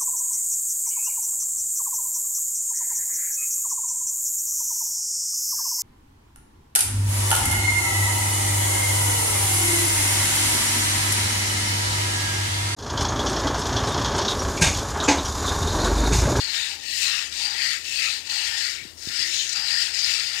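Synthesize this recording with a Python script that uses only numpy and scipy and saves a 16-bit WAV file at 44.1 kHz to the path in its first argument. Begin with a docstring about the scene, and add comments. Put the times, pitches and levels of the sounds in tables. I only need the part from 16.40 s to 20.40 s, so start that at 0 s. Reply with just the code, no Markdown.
"""A thin jet hisses into a small metal bowl of frothy milk about twice a second: a goat milked by hand.
Each jet is a dense hail of droplets and bursting bubbles, coloured by the bowl; when it strikes deep
it also rings the bowl's hollow, and now and then a fat drop slaps in. Two dry taps, a few soft bumps,
faint far-off tones and the low rumble of a yard lie beneath. The milk sits almost wholly on the left."""
import sys
import numpy as np
from scipy import signal
from scipy.fft import rfft, irfft, next_fast_len
from scipy.io import wavfile
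from scipy.ndimage import uniform_filter1d, map_coordinates

SR = 44100
rng = np.random.default_rng(int(sys.argv[2]) if len(sys.argv) > 2 else 0)


def log_audio(samples):
    """Write samples as a 16-bit WAV file to the path given in sys.argv[1]."""
    # one column per channel
    frames = np.atleast_2d(samples).T
    # limit to full scale, then quantise
    limited = np.clip(frames, -1, 1)
    pcm = np.round(limited * 32767).astype(np.int16)
    wavfile.write(sys.argv[1], SR, pcm)


N = 176400


def amp(db):
    """Decibels to gain."""
    return 10 ** (np.asarray(db) / 20)


def unit(x):
    """Scale to rms 1."""
    return x / np.sqrt(np.mean(x ** 2) + 1e-20)


def pan(db):
    """Stereo gains that set the left db above the right."""
    return amp([[db / 2], [-db / 2]])


def clock():
    """Time of every sample in seconds."""
    return np.arange(N) / SR


def wobble(rate):
    """A smooth random curve, rate knots a second."""
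    return map_coordinates(rng.standard_normal(2000), [clock() * rate], mode="wrap")


def swell(t, middle, length):
    """A rounded hump, 1 at its middle."""
    return np.exp(-np.abs(2 * (t - middle) / length) ** 3)


def burst(start, decay_s):
    """A quick attack and an exponential fall, peaking near 1."""
    age = np.maximum(clock() - start, 0) / decay_s
    return 2 * np.exp(-age) * (1 - np.exp(-4 * age))


def colour(points, hz):
    """Gain of an EQ curve through (Hz, dB) points on a log axis."""
    freqs, db = np.transpose(points)
    return amp(np.interp(np.log(hz + 1), np.log(freqs + 1), db))


def band(hz, lo, hi, order=16):
    """Gain of a band-pass with soft edges."""
    return ((1 + (lo / (hz + 1)) ** order) * (1 + (hz / hi) ** order)) ** -.5


def filtered(x, response):
    """Shape x with a frequency response."""
    size = next_fast_len(N + SR // 4)
    return irfft(rfft(x, size) * response(np.fft.rfftfreq(size, 1 / SR)), size)[..., :N]


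def noise(points):
    """Noise of rms 1, coloured by (Hz, dB) points."""
    return unit(filtered(rng.standard_normal(N), lambda hz: colour(points, hz)))


def droplets(per_s=6000, spread_db=1):
    """The broken-up jet lands as a hail of clicks, over an equally loud fine mist."""
    hits = (rng.random(N) < per_s / SR) * amp(-spread_db * rng.standard_normal(N))
    mist = rng.standard_normal(N)
    return unit(unit(hits - hits.mean()) + mist)


def bubbles(per_s=1500, decay_cycles=20, spread_db=2.8, rise=.02):
    """Tiny bubbles burst in the froth, each a short ring that rises a little in pitch."""
    froth_rng = np.random.default_rng(rng.integers(1 << 30))
    when, pitch, size = froth_rng.random((int(per_s * N / SR), 3)).T[..., None]
    hz = 1100 * 9 ** pitch
    samples = np.arange(900)
    age = hz * samples / SR / decay_cycles
    strength = amp(spread_db * np.minimum(-np.log(1 - size), 3)) * hz
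    envelope = strength * np.exp(-age) * (1 - samples / len(samples))
    rings = envelope * np.sin(2 * np.pi * decay_cycles * age * (1 + rise * np.tanh(age)))
    positions = (when * N).astype(int) + samples
    return unit(np.bincount(positions.ravel(), rings.ravel(), N)[:N])


def pockets(hiss, spray_hz=8200, patchy_db=1.68):
    """The jet digs pockets in the froth that sing for a moment, recolouring the hiss at steady power."""
    # Froth resonances. Each row: middle and length in seconds, pitch and width in Hz, lift in dB.
    resonances = [(0.062, 0.16, 4350, 700, 8.5), (0.2, 0.11, 3680, 420, 13), (0.505, 0.12, 4400, 520, 9),
                  (.51, 0.2, 1820, 220, 11), (0.72, 0.36, 2690, 400, 6), (0.67, 0.13, 4150, 600, 6),
                  (0.74, 0.12, 5270, 260, 6), (0.758, 0.44, 1120, 160, 14), (1.043, 0.2, 4650, 700, 8),
                  (1.245, 0.19, 4680, 750, 10), (1.28, 0.25, 2080, 520, 6), (1.65, 0.42, 2600, 220, 4),
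                  (1.66, 0.12, 2400, 520, 8), (1.67, 0.2, 4350, 1000, 3), (1.66, 0.11, 1270, 180, 16.5),
                  (1.973, 0.18, 4480, 700, 8), (2.0, 0.26, 2850, 260, 5), (2.206, 0.21, 1880, 500, 5),
                  (2.24, 0.2, 4850, 900, 6), (2.402, 0.065, 2230, 403, 14), (2.62, 0.12, 5630, 2390, 9),
                  (2.82, 0.15, 4950, 1010, 8), (3.0, 0.17, 3550, 1400, 4), (3.02, 0.27, 6450, 1400, 8),
                  (3.2, 0.16, 4850, 700, 10), (3.36, 0.22, 4850, 1150, 8), (3.39, 0.14, 1850, 350, 5),
                  (3.59, 0.16, 4900, 750, 8), (3.85, 0.5, 4880, 720, 6.5)]
    # Fine spray brightens the top. Each row: middle and length in seconds, lift in dB.
    sprays = [(0.572, 0.23, 6.5), (1.43, 0.53, 2), (2.614, 0.16, 10)]
    hz, t, spectrum = signal.stft(hiss, SR, nperseg=512)
    f = hz[:, None]
    pocket_db = sum(db * swell(t, middle, length) / (1 + (2 * (f - pitch) / width) ** 4)
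                    for middle, length, pitch, width, db in resonances)
    spray_db = sum(db * swell(t, middle, length) for middle, length, db in sprays)
    patches = uniform_filter1d(rng.standard_normal(spectrum.shape), size=4, axis=0)
    patches = unit(uniform_filter1d(patches, size=12, axis=1))
    gain = amp(pocket_db + band(f, spray_hz, SR, order=8) * spray_db + patchy_db * patches)
    gain /= np.sqrt(np.average(gain ** 2, axis=0, weights=bowl(hz) ** 2))  # as heard through the bowl
    return signal.istft(spectrum * gain, SR, nperseg=512)[1][:N]


def bowl(hz):
    """The metal bowl's response: narrow modes on top of the broad colour of the hiss."""
    # Colour of the hiss. Each row: frequency in Hz, gain in dB.
    hiss_eq = [(600, -20), (1100, -29), (1390, -17), (1530, -18), (1810, -10), (2400, -7), (2700, -6),
               (3250, -4.5), (3700, -6), (4150, -3), (4700, -3.5), (5300, -4.5), (6000, -8), (7100, -9),
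               (8700, -12.5), (9700, -22), (10800, -26.5), (13900, -24.5), (15500, -31)]
    # Modes of the bowl. Each row: pitch and width in Hz, lift over the hiss in dB.
    modes = [(1412, 40, 4), (1564, 20, 4), (1657, 25, 4), (1790, 40, 3), (1857, 38, 6), (1958, 18, 6),
             (2028, 20, 4), (2290, 35, 5), (2605, 55, 6), (2724, 18, 5), (2835, 60, 5), (2950, 35, 4),
             (3610, 55, 5), (3723, 70, 5), (3990, 75, 4), (4210, 60, 3), (4690, 120, 3), (4980, 60, 3),
             (5438, 32, 4), (6815, 60, 3), (7110, 130, 4.5)]
    lift_db = sum(db / (1 + (2 * (hz - pitch) / width) ** 2) for pitch, width, db in modes)
    return colour(hiss_eq, hz) * amp(lift_db)


def jets(froth_share=0.1, split_hz=1735, wash_db=-27.5, flutter_db=0.5, sputter_db=.3):
    """Droplets and bubbles hiss in the bowl over a low splash, swelling with each squeeze."""
    # Jet envelope, one list per squirt. 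Each point: time in seconds, relative level in dB.
    squirts = [
        [(0.0, -29.5), (0.132, -29), (0.148, -25.5), (0.2, -27), (0.342, -33.5), (0.364, -38), (0.368, -39),
         (0.38, -42)],
        [(0.4, -40.5), (0.452, -35.5), (0.498, -30), (0.598, -26.5), (0.628, -23), (0.79, -27.5),
         (0.862, -33.5), (0.912, -40.5)],
        [(0.925, -34), (1.053, -25.5), (1.067, -27.5), (1.153, -31), (1.233, -25.5), (1.341, -27.5),
         (1.397, -36.5), (1.41, -38)],
        [(1.43, -38.5), (1.458, -32.5), (1.642, -24), (1.76, -30.5), (1.844, -41.5), (1.876, -33.5),
         (1.888, -40), (1.892, -36)],
        [(1.898, -29.5), (2.002, -25.5), (2.138, -30.5), (2.186, -27), (2.296, -28.5), (2.404, -38.5),
         (2.416, -38.5), (2.53, -49), (2.565, -54)],
        [(2.575, -44.5), (2.619, -40.5), (2.625, -36.5), (2.691, -35), (2.813, -24), (2.86, -28),
         (2.895, -29.5)],
        [(2.922, -29), (2.938, -26), (3.017, -26), (3.075, -31), (3.135, -30), (3.146, -32)],
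        [(3.152, -34), (3.16, -27), (3.252, -27.5), (3.29, -25.5), (3.325, -25), (3.42, -23.5), (3.475, -29),
         (3.527, -33.5)],
        [(3.54, -27.5), (3.692, -24), (3.926, -30.5), (4.0, -28.5)],
    ]
    # The low splash rides on that envelope. Each row: time in seconds, relative level in dB.
    splash_levels = [(0, -14), (.2, -16), (.38, -18.5), (.53, -37.5), (.72, -13), (0.878, -16.5), (1, -23),
                     (1.17, -9), (1.38, -15.5), (1.53, -27), (1.67, -18), (1.8, -22), (2, -17.5),
                     (2.2, -17), (2.55, -14.5), (2.85, -18.5), (3.03, -26.5), (3.18, -12), (3.38, -15.5),
                     (3.6, -20), (3.8, -16.5), (4, -16.5)]
    # Dull wash of the milk. Each row: frequency in Hz, gain in dB.
    wash_eq = [(150, 2), (250, -6), (400, -7.5), (600, -0.5), (900, 2.5), (1300, -1), (2500, -10)]
    jet_db = np.interp(clock(), *np.vstack(squirts).T)
    splash_db = np.interp(clock(), *np.transpose(splash_levels))
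    hail = np.sqrt(1 - froth_share) * droplets() + np.sqrt(froth_share) * bubbles()
    hiss = filtered(pockets(hail), bowl)
    sizzle = amp(1.5) * unit(filtered(hiss, lambda hz: band(hz, split_hz, SR)))
    splash = amp(3) * unit(filtered(hiss, lambda hz: band(hz, 1090, split_hz)))
    splash *= amp(splash_db + flutter_db * wobble(60))
    wash = amp(wash_db) * noise(wash_eq)
    return amp(jet_db + sputter_db * wobble(110)) * (sizzle + splash + wash)


def hollow(attack_s=0.049, release_s=0.13):
    """Droplets drive the low ring of the bowl's hollow while a jet strikes deep."""
    # Deep strikes. Each row: start and length in seconds, relative level in dB.
    strikes = [(-.03, 0.46, -49.5), (0.614, 0.24, -51.5), (0.94, 0.29, -45), (1.624, 0.19, -50),
               (1.845, 0.38, -47), (2.66, 0.1, -56), (3.128, 0.24, -46), (3.372, 0.63, -54),
               (3.92, .15, -53)]
    # Modes of the hollow. 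Each row: pitch and width in Hz, gain in dB.
    modes = [(803.4, 30, 5), (925, 31, 5), (1090, 400, -8.5)]

    def ring(hz):
        """Resonators summed in alternating polarity."""
        return sum((-1) ** k * amp(db) * 1j * hz * width / (pitch ** 2 - hz ** 2 + 1j * hz * width)
                   for k, (pitch, width, db) in enumerate(modes))

    t, drive = clock(), np.zeros(N)
    for start, length, db in strikes:
        attack = np.clip((t - start) / attack_s, 0, 1)
        release = np.clip((start + length - t) / release_s + .5, 0, 1)
        drive += amp(db) * attack * release
    return drive * unit(filtered(droplets(), lambda hz: band(hz, 730, 2100) * ring(hz)))


def yard(rumble_db=-58, shared_power=0.25, hum_hz=81):
    """A wide outdoor bed of low rumble and faint hiss, with a wavering hum to the left."""
    # Colour of the bed. Each row: frequency in Hz, gain in dB.
    yard_eq = [(20, -28), (34, -10), (52, 5.5), (85, -6.5), (120, -2.5), (220, -13.5), (420, -15),
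               (700, -20), (1500, -22.5), (4500, -26), (8000, -33), (10500, -41.5), (13500, -34),
               (16000, -41)]
    centre = np.sqrt(shared_power) * noise(yard_eq)
    sides = np.sqrt(1 - shared_power) * np.array([noise(yard_eq), noise(yard_eq)])
    hum = amp(-54 + 2.5 * wobble(19)) * np.sin(2 * np.pi * hum_hz * clock() + 1.4 * wobble(11))
    return amp(rumble_db) * (centre + sides) + hum * amp([[0], [-20]])


def air():
    """A faint, steady, airy background."""
    # Colour of the air. Each row: frequency in Hz, gain in dB.
    air_eq = [(120, -8), (260, -1.5), (350, 2.5), (500, -2.5), (900, -5.5), (3000, -23), (7000, -12),
              (10500, -11.5), (14000, -13), (16000, -19)]
    return amp(-51) * noise(air_eq)


def drones(fade_s=0.17, waver_db=0.82):
    """Faint far-off tones, unsteady in level and pitch."""
    # Each row: start and end in seconds, pitch in Hz, relative level in dB.
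    tones = [(-.1, 2.1, 267.5, -62), (2.15, 3.7, 325.5, -62), (2.7, 2.98, 331, -47.5)]
    t, out = clock(), np.zeros(N)
    for start, end, hz, db in tones:
        fade = np.clip(np.minimum(t - start, end - t) / fade_s, 0, 1)
        out += amp(db + waver_db * wobble(7.48)) * fade * np.sin(2 * np.pi * hz * t + wobble(14))
    return out


def splats(decay_s=0.0048, edge_ratio=1.25):
    """Single fat drops slap the bowl, each a flick of noise around its own pitch."""
    # Each row: start in seconds, relative level in dB, pitch in Hz.
    drops = [(0.923, -31, 4600), (1.896, -28, 4330), (2.686, -23, 4950), (3.011, -24, 3930),
             (3.092, -20.5, 6300), (3.127, -23, 6840), (3.132, -27.5, 6350), (3.157, -28, 4860),
             (3.590, -16.5, 5400), (3.644, -15.5, 4900), (3.693, -22, 4300)]
    out = np.zeros(N)
    for start, db, pitch in drops:
        lo, hi = pitch / edge_ratio, pitch * edge_ratio
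        slap = unit(filtered(rng.standard_normal(N), lambda hz: bowl(hz) * band(hz, lo, hi)))
        out += amp(db) * burst(start, decay_s) * slap
    return out


def bumps():
    """Soft shuffling bumps close to the microphones: short bursts of bassy noise."""
    # Each row: start in seconds, level in dB, decay in seconds, left over right in dB.
    thuds = [(2.416, -49, 0.01, 6), (2.69, -51.5, 0.021, -15), (2.785, -48.5, 0.037, -5),
             (3.18, -52, 0.029, 3)]
    # Colour of a bump. Each row: frequency in Hz, gain in dB.
    bump_eq = [(25, -27), (50, 0), (150, 8.5), (250, 0), (450, -5), (580, -20), (2000, -51)]
    drive = sum(amp(db) * pan(pan_db) * burst(start, decay) for start, db, decay, pan_db in thuds)
    return drive * np.array([noise(bump_eq), noise(bump_eq)])


def taps(body_hz=200, top_hz=410):
    """Dry taps on the recorder's case, each one dull push with no ring."""
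    # Each row: start in seconds, peak before panning in dB, low edge in Hz, left over right in dB.
    knocks = [(2.4505, -42.5, 170, 17), (2.6718, -35.5, 62, -20)]
    body = signal.butter(1, body_hz, fs=SR, output="sos")
    out = np.zeros((2, N))
    for start, db, low_hz, pan_db in knocks:
        case = signal.butter(4, [low_hz, top_hz], "bandpass", fs=SR, output="sos")
        push = signal.sosfilt(np.vstack([case, body]), signal.unit_impulse(N, int(start * SR)))
        out += amp(db) * pan(pan_db) * push / np.abs(push).max()
    return out


def scene():
    """Milk, far tones and air sit hard left; taps, bumps and the yard reach both sides."""
    left_layers = jets() + drones() + amp(-3.5) * (hollow() + splats() + air())
    return left_layers * amp([[4], [-48]]) + taps() + bumps() + yard()


def record(dry):
    """The recorder rolls off the bass below 45 Hz and keeps nothing above 15750 Hz."""
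    return filtered(dry, lambda hz: band(hz, 45, SR, order=8) * (hz < 15750))


dry = scene()
out = record(dry)
log_audio(out)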